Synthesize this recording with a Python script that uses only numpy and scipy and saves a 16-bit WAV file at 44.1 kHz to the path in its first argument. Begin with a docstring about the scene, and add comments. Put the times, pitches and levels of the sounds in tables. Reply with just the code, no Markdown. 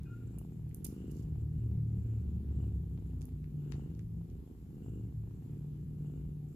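"""A cat purrs beside a phone on a bed: two throat beats a cycle, turning with each breath, and faint air in its nose.
Engines drone outside, small clicks and a thin squeak sound, and fur rustles over mains hum, traffic rumble and hiss.
The throat is struck by impulses and the nose filters noise; engines are sums of overtones with moving levels.
Clicks are noise bursts with room tails, the squeak is a rough tone, and rumble, rush and hiss are coloured noise."""
import sys
import numpy as np
from scipy import signal
from scipy.fft import rfft, irfft, next_fast_len
from scipy.io import wavfile
from scipy.ndimage import uniform_filter1d, map_coordinates

SR = 44100
rng = np.random.default_rng(int(sys.argv[2]) if len(sys.argv) > 2 else 0)


def transcribe(signal):
    """Save signal, clipped to [-1, 1], as a 16-bit WAV file at the path in sys.argv[1]."""
    frames = np.atleast_2d(signal).T
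    limited = np.clip(frames, -1, 1)
    pcm = np.round(limited * 32767).astype(np.int16)
    wavfile.write(sys.argv[1], SR, pcm)


N = 288855
TIME = np.arange(N) / SR  # s

BEAT_HZ = 26.25  # cycles of the purr a second, before its pace bends
# pace of the purr, mostly slower breathing out and faster breathing in: time_s, lag_ms (behind a steady beat)
PURR_PACE = [(0, 50.2), (.5, 17.3), (.75, 6.94), (.9, 12.4), (1.15, 16.9), (1.4, 14.1), (1.5, 13.7),
             (1.68, 25.3), (2.125, 32.3), (2.4, 32.2), (2.88, 45.2), (3.25, 34.7), (3.55, 38.7),
             (3.78, 51.5), (4.125, 58), (4.5, 43.8), (4.9, 46), (5.25, 44.7), (5.6, 36), (5.875, 26.8),
             (6.55, 31.6)]


def purr():
    """Source and filter: the larynx shuts and opens each cycle, and these impulses excite the throat's response."""
    # spectra of the throat and of the sharp edge of the beats: frequency_hz, relative_level_db
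    throat_spectrum = [(40, -34.5), (70, -7), (150, -4), (230, 2), (330, -3), (430, -9.5), (490, -15.5),
                       (560, -29), (750, -35), (1500, -52.5), (4000, -57), (20000, -100)]
    snap_spectrum = [(300, -24.5), (550, -4.5), (750, -0.5), (1100, -9.5), (2000, -22.5), (3000, -28),
                     (6000, -41), (20000, -80.5)]
    # the sharpest snaps in the throat: time_s, gain_db
    sharp_snaps = [(0.339, -66), (0.378, -62), (0.414, -56.5), (0.449, -57), (0.522, -61), (0.594, -63),
                   (0.667, -64), (0.861, -61), (1.357, -58.5), (1.715, -60.5), (2.511, -64), (2.525, -63),
                   (2.588, -65), (2.628, -62), (2.601, -59), (2.641, -59.5), (2.719, -64), (2.838, -68),
                   (2.975, -60), (2.988, -63), (3.024, -66), (3.133, -63), (3.285, -61), (3.755, -56),
                   (3.795, -55.5), (4.212, -60), (4.475, -65), (4.781, -64), (4.863, -58.5), (4.885, -60),
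                   (5.125, -67), (5.236, -66), (5.273, -62), (5.31, -61.5), (6.047, -62)]
    steady = np.arange(-1, N / SR * BEAT_HZ) / BEAT_HZ
    first = steady + curves(PURR_PACE, steady + .03)[0] / 1000 - .002
    # the sign of each gain is the air's direction
    opening = breathing(first, 2, turn_db=-10)
    closing = breathing(first, 3, turn_db=-6)
    chance = rng.standard_normal((len(first), 6))
    # the two beats lie further apart breathing out
    second = first + np.where(opening < 0, .015, .012) + .0006 * chance[:, 0]
    first = first + .0005 * chance[:, 1]
    beats = train(first, opening * amp(1.6 * chance[:, 2]))
    closings = train(second, closing * amp(1.7 * chance[:, 3]))

    snaps = train(second, closing * amp(-22 + 2 * chance[:, 4]))
    snaps += train(first, opening * amp(-29 + 2.5 * chance[:, 2]))
    sharp_s, sharp_db = np.transpose(sharp_snaps)
    snaps += train(sharp_s, np.sign(breathing(sharp_s, 3, 0)) * amp(sharp_db))
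    # the folds rebound once, weakly, after the second beat
    closings += train(second + 0.01102, closing * amp(-12 + 3 * chance[:, 5]))

    # a puff of turbulent air follows each beat through the same throat
    puff_decay = amp(-60 * TIME[:2000] / 0.055)
    puff = np.convolve(abs(beats + closings), puff_decay)[:N] * rng.standard_normal(N)
    excitation = beats + closings + amp(-41) * puff
    voice = signal.fftconvolve(excitation, pulse(throat_spectrum))[:N]
    edge = signal.fftconvolve(snaps, pulse(snap_spectrum))[:N]
    both = amp(4.0) * (voice + edge * amp([[1.8], [-1.8]]))
    # the throat is nearer the left microphone, which hears it earlier
    return filtered(both, lambda f: np.exp(2j * np.pi * f * np.array([[.00013], [-.00013]])))


def nose():
    """Resonance of turbulent air: hiss excites the modes of the nose, and each direction of breath favours other modes."""
    # modes, each passed twice by the air: centre_hz, width_hz (of one pass)
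    modes = [(1380, 500), (2450, 380), (2850, 320), (7300, 1300)]
    # level of each mode: rest_gain_db, in_gain_db and out_gain_db (both over the air)
    mode_gains = [(-99, 3.5, 0), (-102, 1.5, -7.5), (-101, 1, 2), (-89.5, 3.5, -2)]
    air = breathing(TIME, 4, turn_db=-25)
    # the larynx chops the air once a cycle
    cycle = 2 * np.pi * BEAT_HZ * (TIME - curves(PURR_PACE)[0] / 1000 - .02)
    air = air * amp(2.5 * np.cos(cycle))
    inward, outward = np.maximum(air, 0), np.maximum(-air, 0)
    total = 0
    for (rest_db, in_db, out_db), mode in zip(mode_gains, modes):
        gain = amp(rest_db) + amp(in_db) * inward + amp(out_db) * outward
        flutter = amp(2.4 * wobble(90))
        hiss = rush(lambda f: resonance(*mode)(f) ** 2, patchy_db=2.0)
        total = total + gain * flutter * hiss * amp([[1.6], [-1.6]])
    return total


def breathing(t, column, turn_db):
    """Alternating flow: a column's gain peaks amid each breath, changes by turn_db at the turns, and has the air's sign."""
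    # breaths, each lasting until the next:
    # start_s, direction (sign only: + in, - out), first_beat_gain_db, second_beat_gain_db, nose_air_gain_db
    breaths = np.array([(-.05, 1, -46.5, -46.5, -89), (.72, -1, -39, -42.5, -82),
                        (1.346, 0.99, -42.5, -50.5, -95), (1.47, -1, -45.5, -44.5, -91.5),
                        (1.84, 1, -45.5, -44.5, -89.5), (2.4, -1.03, -41, -43, -84),
                        (2.8, 1, -55, -44.5, -98), (3.5, -0.91, -41, -44, -81.5),
                        (4.05, 1, -47, -46.5, -102), (4.68, -1, -41.5, -43.5, -83),
                        (5.12, 1, -51, -46, -96), (5.87, -1.02, -42, -44, -87),
                        (6.36, 0.99, -47, -48.5, -92.5)])
    turns = np.append(breaths[:, 0], 6.8)  # the last breath ends at 6.8 s
    now = np.clip(np.searchsorted(turns, t) - 1, 0, len(breaths) - 1)
    part = (t - turns[now]) / np.diff(turns)[now]
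    return np.sign(breaths[now, 1]) * amp(breaths[now, column] + turn_db * (2 * part - 1) ** 2)


def engines():
    """Harmonic series of periodic firing: three engines in turn, and two lone tones among them."""
    # engines: time_s, firing_rate_hz, then one gain_db for each overtone
    passing = [(0.02, 36.3, -43.5, -54, -45.5, -49.5), (0.14, 38.22, -64.5, -45, -59, -63),
               (0.51, 37.84, -57, -52.5, -50, -53.5), (0.66, 38.33, -53, -42, -44.5, -67),
               (0.86, 39.07, -49.5, -72, -54.5, -53.5), (0.98, 37.28, -78, -60, -66, -51),
               (1.08, 37.97, -49, -47, -44.5, -51), (1.16, 36.7, -47, -49, -47, -65),
               (1.29, 38.93, -47, -43.5, -42, -64), (1.43, 37.17, -39, -39, -42.5, -57),
               (1.55, 38.57, -40, -45, -38.5, -62), (1.65, 37.8, -47, -32.5, -53, -65),
               (1.72, 36.9, -34, -39.5, -60.5, -41.5), (1.78, 37.63, -49, -33.5, -34.5, -49.5),
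               (2.02, 36.92, -36.5, -38, -58.5, -49), (2.09, 37.38, -63.5, -34, -52, -55),
               (2.14, 36.86, -43.5, -35.5, -54, -65), (2.2, 35.95, -41, -32.5, -51.5, -41),
               (2.26, 36.06, -35.5, -58, -56, -53.5), (2.38, 35.93, -38.5, -40, -55, -45.5),
               (2.45, 35.33, -42, -55, -63.5, -59), (2.5, 35.02, -35, -38, -44, -55.5),
               (2.55, 35.12, -38, -45, -51, -61), (2.59, 35.18, -32, -37.5, -43, -70),
               (2.66, 35.12, -37.5, -37.5, -57, -48), (2.7, 34.5, -40, -36.5, -56, -50),
               (2.75, 34.32, -38, -47, -68.5, -49), (2.81, 33.96, -39.5, -44, -47, -48),
               (3.0, 32.43, -54, -45.5, -58, -48.5), (3.16, 31.01, -45, -45, -53, -49.5),
               (3.24, 30.66, -46, -43.5, -67, -50), (3.27, 30.67, -53, -68, -53, -47),
               (3.34, 29.9, -49, -36, -58, -44), (3.38, 29.74, -48, -63, -61, -41.5),
               (3.43, 30.5, -45, -58.5, -57, -43.5), (3.46, 30.28, -48, -55, -72.5, -44),
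               (3.54, 29.83, -68, -52, -59.5, -40.5), (3.82, 28.2, -62, -53, -67, -42),
               (3.87, 27.73, -54, -48, -62, -64), (3.9, 27.8, -55, -49, -44, -55)]
    brief = [(3.85, 55.67, -76, -62), (3.9, 54.2, -47.5, -44.5), (4.05, 54.77, -44, -49.5),
             (4.22, 54.77, -49.5, -41.5), (4.29, 55, -47, -46), (4.36, 54.6, -49, -54)]
    later = [(4.75, 36.63, -66, -57.5, -61), (4.95, 36.66, -50, -52, -56.5),
             (5.046, 36.62, -36.5, -56, -53), (5.108, 36.87, -58, -48, -55), (5.18, 36.64, -39, -50, -69),
             (5.25, 36.96, -42, -50, -52), (5.4, 35.52, -55, -56, -58), (5.55, 36.15, -47.5, -43.5, -51),
             (5.72, 36.72, -61, -41, -61), (5.874, 37.23, -59, -44, -61), (6.1, 37.16, -47.5, -40, -52),
             (6.2, 37.05, -61, -45, -52.5), (6.35, 37.16, -61, -44, -67), (6.55, 37.33, -45, -39.5, -49)]
    # the first engine's sixth overtone, heard for a moment: time_s, pitch_hz, gain_db
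    sixth = [(2.15, 216, -58), (2.3, 215.7, -52), (2.5, 210, -53), (2.7, 207.1, -54), (2.8, 204, -60)]
    # a short higher tone: time_s, pitch_hz, gain_db
    whirr = [(2.98, 248.2, -69), (3.076, 247.6, -54.5), (3.208, 251.2, -54), (3.366, 249.2, -54),
             (3.404, 245.5, -56), (3.45, 246.6, -45.5)]
    drones = engine(passing, range(2, 6), blur=0.054)
    drones = drones + engine(brief, range(2, 4), blur=0.41)
    drones = drones + engine(later, range(3, 6), blur=0.2)
    return drones + engine(sixth, range(1, 2), blur=0.39) + engine(whirr, range(1, 2), blur=0.39)


def engine(rows, orders, blur):
    """Additive synthesis: overtones in step make each firing throb; reflections on the way blur their phases (rad)."""
    spread_rad = 0.5064  # multiplied by the square of the overtone's number to give its phase lag
    rate_hz, *levels = curves(rows)
    phase = 2 * np.pi * np.cumsum(rate_hz) / SR
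    since_start = TIME - rows[0][0] + 0.18
    until_end = rows[-1][0] + 0.058 - TIME
    heard = np.clip(np.minimum(since_start, until_end) / 0.2, 0, 1)
    total = 0
    for k, db in zip(orders, levels):
        level = np.sqrt(2) * amp(db + 0.27 * wobble(12))  # the overtones waver on their way in
        total = total + level * np.sin(k * (phase - spread_rad * k) + blur * wobble(6))
    return heard * total


def clicks():
    """Impact excitation: short bursts of noise between two band edges, each with its own decaying tail in the room."""
    # clicks: start_s, peak_db (of the burst's left-right mean), low_edge_hz, high_edge_hz,
    # left_over_right_db, length_ms
    click_list = [(0.0334, -55.5, 3000, 12200, 0.5, 1.6), (0.385, -44.5, 10600, 13200, -1.5, 3.5),
                  (0.3905, -50, 9050, 13600, -26, 3.5), (0.693, -57, 1426, 11900, -6, 0.59),
                  (0.712, -60, 1700, 3080, -10, 2.4), (0.7458, -38, 10000, 12400, -5.5, 2.6),
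                  (0.8442, -36, 8350, 13000, -9.5, 11.6), (0.847, -39.5, 3800, 14100, 0, 7),
                  (0.853, -37, 3180, 13800, -4.5, 2.8), (0.865, -42, 5000, 13900, -5, 7.7),
                  (0.856, -59.5, 2300, 4200, 1, 15), (0.93, -57, 9500, 13000, -7, 2),
                  (0.943, -61, 9504, 13000, -5, 2.2), (1.1134, -53.5, 6000, 12070, -11, 2.4),
                  (1.1178, -53, 4768, 12730, -10.5, 1.7), (1.17, -61, 6994, 12500, -2, 2),
                  (2.976, -59, 1782, 4468, -4, 1.95), (3.2108, -55, 4307, 9990, 3, 2.5),
                  (3.217, -49, 1805, 9200, -8.5, 3.3), (3.226, -53, 4810, 12560, -2, 2.7),
                  (3.2544, -48.5, 9230, 14030, -3, 2.3), (3.29, -62.5, 1800, 5000, -6, 1.3),
                  (3.442, -58, 1810, 2800, -18, 2.6), (3.4416, -67, 3002, 6010, -13, 1.5),
                  (3.719, -52, 1700, 11010, 3.5, 0.9), (3.7219, -40, 800, 5790, 14, 2.58),
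                  (3.7285, -62, 2502, 7101, 8, 1.3), (3.904, -63, 1500, 5990, 2, 1.5),
                  (3.9495, -64, 3800, 5980, -4, 2.7), (3.9924, -58, 3000, 7500, -7.5, 2.5),
                  (3.993, -59, 1750, 2600, -9, 3.4), (4.3, -66, 3000, 7000, -5.5, 2.8)]
    # colour that all clicks share: frequency_hz, gain_db
    shell_colour = [(600, 1), (1500, 2.5), (2100, 5), (2800, 3.5), (4000, 1), (6700, 5.5), (8400, 0.5),
                    (9800, 9), (11400, 4.5), (13700, 4.5), (14900, 3), (15200, -18)]
    # colour of the room's answer: frequency_hz, gain_db
    echo_colour = [(500, -10), (1200, 6), (2000, 3), (3500, 3), (5000, 1), (10000, -10), (16000, -0.5)]
    # decay of the room: frequency_hz, t60_s
    room_decay = [(500, 0.16), (3000, 0.08), (10000, 0.22), (16000, 0.15)]
    # a higher top edge than even_hz leans bright, a lower one dull: dB an octave, for each octave
    even_hz, tilt_db = 10000, 3.5
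    late_us = 15.2  # the quieter microphone hears later: microseconds a dB
    out, t, size = np.zeros((2, N + SR)), TIME[:SR // 3], 1024
    hz, steps, _ = signal.stft(t, SR, nperseg=256)
    f = np.fft.rfftfreq(size, 1 / SR)
    tail_db = along(echo_colour, hz)[:, None] - 60 * steps / along(room_decay, hz)[:, None]
    for s, db, low_hz, high_hz, pan_db, ms in click_list:
        slope_db, late = tilt_db * np.log2(high_hz / even_hz), -late_us * pan_db
        # a part common to both channels and a part of each one's own
        noise = rng.standard_normal((3, size))
        noise = noise[2] + 0.78 * noise[:2]
        noise = noise * t[:size] * np.exp(-(t[:size] / (ms / 2500)) ** 2)
        low, high = f / low_hz, f / high_hz
        band = (1j * low) ** 3 / (1 + .9j * low - low ** 2) / (1 + 1j * low)
        band = band / (1 + 1.1j * high - high ** 2) ** 2
        delay = np.exp(-2j * np.pi * f * np.array([[max(late, 0)], [max(-late, 0)]]) / 1e6)
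        spectrum = rfft(noise)
        # a sharp contact excites all frequencies evenly
        spectrum /= np.sqrt(uniform_filter1d(abs(spectrum) ** 2, size=12, axis=1))
        colour = amp(slope_db * np.log2(low + 1) + along(shell_colour, f))
        burst = irfft(spectrum * band * colour * delay)
        burst *= amp(-60 * np.clip(t[:size] - ms / 500, 0, 1) / 0.0087)
        burst *= amp([[pan_db / 2], [-pan_db / 2]])
        burst *= amp(db) / abs(burst.mean(axis=0)).max()

        z = signal.stft(rng.standard_normal((2, len(t))), SR, nperseg=256)[2]
        tail = signal.istft(z * amp(tail_db), SR, nperseg=256)[1][:, :len(t)]
        tail *= 1 - np.exp(-t / .012)  # the room answers gradually
        sound = amp(-7.5) * signal.fftconvolve(burst, tail / np.linalg.norm(tail[0]), axes=1)
        sound[:, :size] += burst
        out[:, round(s * SR):][:, :sound.shape[1]] += sound
    return out[:, :N]


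def squeak():
    """Phase and amplitude modulation: a slightly rough tone, soft at both ends, with decaying higher tones at its start."""
    # a thin squeak: time_s, pitch_hz, gain_db
    squeak_path = [(.06, 1380, -80), (.078, 1375, -68), (.088, 1404, -76), (.1, 1400, -70),
                   (.113, 1400, -69), (.122, 1405, -64), (.136, 1410, -61), (.152, 1400, -64),
                   (.165, 1400, -73), (.18, 1434, -70), (.195, 1420, -84), (.21, 1410, -71),
                   (.236, 1400, -74), (.25, 1370, -93), (.3, 1390, -87), (.32, 1400, -92)]
    # tones that ring at its start: pitch_hz, gain_db, t60_s
    start_tones = [(1530, -69, 0.13), (2490, -70, .3), (2800, -80, .6)]
    hz, db = curves(squeak_path)
    heard = np.clip(np.minimum(TIME - squeak_path[0][0], squeak_path[-1][0] - TIME) / 0.015, 0, 1)
    phase = 2 * np.pi * np.cumsum(hz) / SR + .4 * wobble(130)
    total = heard * amp(db + 3 + 2.5 * wobble(90)) * np.sin(phase)
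    since = TIME - .052
    attack = np.clip(since / 0.01, 0, 1)
    for tone_hz, tone_db, t60 in start_tones:
        decay = amp(tone_db - 60 * np.clip(since - .012, 0, 1) / t60)
        total = total + attack * decay * np.sin(2 * np.pi * tone_hz * TIME + .5 * wobble(200))
    return total * amp([[1.5], [-1.5]])


def background():
    """Coloured noise and a sine: rumble and tyre rush through the walls, mains hum, microphone hiss, fur on cloth."""
    # traffic: time_s, rumble_gain_db, tyre_rush_gain_db
    traffic = [(0, -43, -74.5), (.49, -42.5, -78), (.78, -42, -76.5), (1.06, -44.5, -75.5),
               (1.53, -37.5, -77), (2.55, -38, -75), (2.9, -39.5, -78.5), (3.14, -40, -75.5),
               (3.52, -41.5, -78.5), (3.76, -39.5, -73), (4.08, -40, -79), (4.5, -42.5, -77),
               (4.85, -42, -79), (5.18, -42, -79), (5.5, -42, -76), (5.72, -41, -76), (5.84, -40.5, -78),
               (6.55, -43, -78.5)]
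    # fur on cloth: time_s, gain_db
    rustle = [(.84, -100), (.88, -74), (.95, -76.5), (1.03, -82), (1.1, -81), (1.14, -74), (1.17, -72.5),
              (1.2, -75.5), (1.24, -76), (1.26, -83), (1.32, -101)]
    # spectra: frequency_hz, relative_level_db
    rumble_spectrum = [(15, -50.5), (25, -27.5), (48, -10), (64, -6.5), (100, -10), (150, -9), (190, -14.5),
                       (260, -23.5), (400, -30.5), (600, -52.5), (2000, -120)]
    tyre_spectrum = [(200, -55), (500, -12.5), (740, 0.5), (1000, -7), (1500, -12), (2200, -13),
                     (3500, -16), (5300, -23), (9000, -65)]
    hiss_spectrum = [(2000, -34), (3500, -5.5), (5200, -5), (6500, -3), (8500, -8), (12200, -1),
                     (14400, -4), (15000, -3), (15250, -50.5)]
    fur_spectrum = [(1500, -29.5), (3000, -9), (3800, -6), (4800, 1), (6200, -0.5), (7400, 3), (8500, -6.5),
                    (11000, -6), (14800, -9), (15200, -58.5)]
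    rumble_db, tyre_db = curves(traffic)

    def coloured(spectrum, patchy_db):
        """Linear filtering: white noise takes on the shape of the spectrum."""
        return rush(lambda f: amp(along(spectrum, f)), patchy_db)

    hum = amp(-52 + 1.5 * wobble(2)) * np.sin(2 * np.pi * 60 * TIME)
    fur_gain = amp(curves(rustle)[0] + 2 * wobble(500) + 2.3 * wobble(120))
    fur = fur_gain * coloured(fur_spectrum, patchy_db=1.0) * amp([[-2.5], [2.5]])
    tyres = amp(tyre_db + [[2.5], [-.4]]) * coloured(tyre_spectrum, 1.5)
    hiss = amp(-81.5) * coloured(hiss_spectrum, 1.5)
    rumble = amp(rumble_db - 4.0) * coloured(rumble_spectrum, 1.3)
    return rumble + tyres + hiss + hum + fur


def rush(response, patchy_db):
    """Partial coherence: stereo noise of rms 1, alike by frequency, with patches of random gain."""
    # likeness of left and right: frequency_hz, correlation (-1 to 1)
    likeness = [(30, 0.94), (200, 0.96), (400, 0.43), (700, 0.12), (1300, 0.12), (3100, -0.092),
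                (6500, 0.042), (9000, 0.88), (15000, 1)]
    z = signal.stft(rng.standard_normal((2, N)), nperseg=512)[2]
    field = uniform_filter1d(rng.standard_normal(z.shape[1:]), 6, 0)  # smooth over frequency
    field = uniform_filter1d(field, 14, 1)  # smooth over time
    pair = signal.istft(z * amp(patchy_db * unit(field)), nperseg=512)[1][:, :N]

    def mid_side(hz):
        """Coherence: the angle between mid and side sets how alike left and right are."""
        turn = np.arccos(np.clip(along(likeness, hz), -1, 1)) / 2
        return response(hz) * [np.cos(turn), np.sin(turn)]

    mid, side = filtered(pair, mid_side)
    return unit(np.array([mid + side, mid - side]))


def pulse(spectrum, size=8192):
    """Minimum phase: folding the cepstrum gives the causal pulse with this spectrum's shape, here of peak 1."""
    cepstrum = irfft(np.log(amp(along(spectrum, np.fft.rfftfreq(size, 1 / SR)))), size)
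    cepstrum[1:size // 2] *= 2
    cepstrum[size // 2 + 1:] = 0
    shape = irfft(np.exp(rfft(cepstrum)), size)[:size // 2]
    return shape / abs(shape).max()


def train(times, sizes):
    """Impulse train: impulses of these sizes at these times (s)."""
    at = np.round(times * SR).astype(int)
    inside = (at >= 0) & (at < N)
    return np.bincount(at[inside], sizes[inside], N)


def resonance(centre_hz, width_hz):
    """Damped oscillator: the frequency response of one mode, 1 at its centre."""
    return lambda f: 1j * f * width_hz / (centre_hz ** 2 - f * f + 1j * f * width_hz)


def filtered(x, response):
    """Linear filtering: the spectrum of x times a complex response of frequency."""
    m = next_fast_len(N + SR // 2)
    return irfft(rfft(x, m) * response(np.fft.rfftfreq(m, 1 / SR)), m)[..., :N]


def wobble(rate):
    """Random modulation: a smooth curve through random knots, rate knots a second."""
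    return map_coordinates(rng.standard_normal(int(N * rate / SR) + 4), [TIME * rate])


def curves(rows, t=TIME):
    """Linear interpolation: each column after the time, read at the times t."""
    s, *cols = np.transpose(rows)
    return [np.interp(t, s, c) for c in cols]


def along(points, hz):
    """Logarithmic pitch scale: (frequency_hz, value) points interpolated on a log axis."""
    f, v = np.transpose(points)
    return np.interp(np.log(hz + 1), np.log(f + 1), v)


def unit(x):
    """Root mean square: x scaled to rms 1."""
    return x / np.sqrt(np.mean(x ** 2) + 1e-20)


def amp(db):
    """Decibel scale: the amplitude ratio of a level in dB."""
    return 10 ** (np.asarray(db) / 20)


def scene():
    """Superposition: the sounds of all sources add at the two microphones."""
    outside = engines() * amp([[.2], [-.2]])
    return purr() + nose() + outside + background() + clicks() + squeak()


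def record(dry):
    """Frequency response: the microphone colours the treble; the phone keeps nothing above its band limit."""
    # a dip in the microphone's response: frequency_hz, gain_db
    port_dip = [(7600, -1), (8200, -4), (8800, -1.5), (9500, 1)]
    top_hz = 16000

    def response(hz):
        """Band limiting: a sine-squared edge closes over the last 400 Hz."""
        edge = np.sin(np.pi / 2 * np.clip((top_hz - hz) / 400, 0, 1)) ** 2
        return amp(along(port_dip, hz)) * edge

    return filtered(dry, response)


dry = scene()
out = record(dry)
transcribe(out)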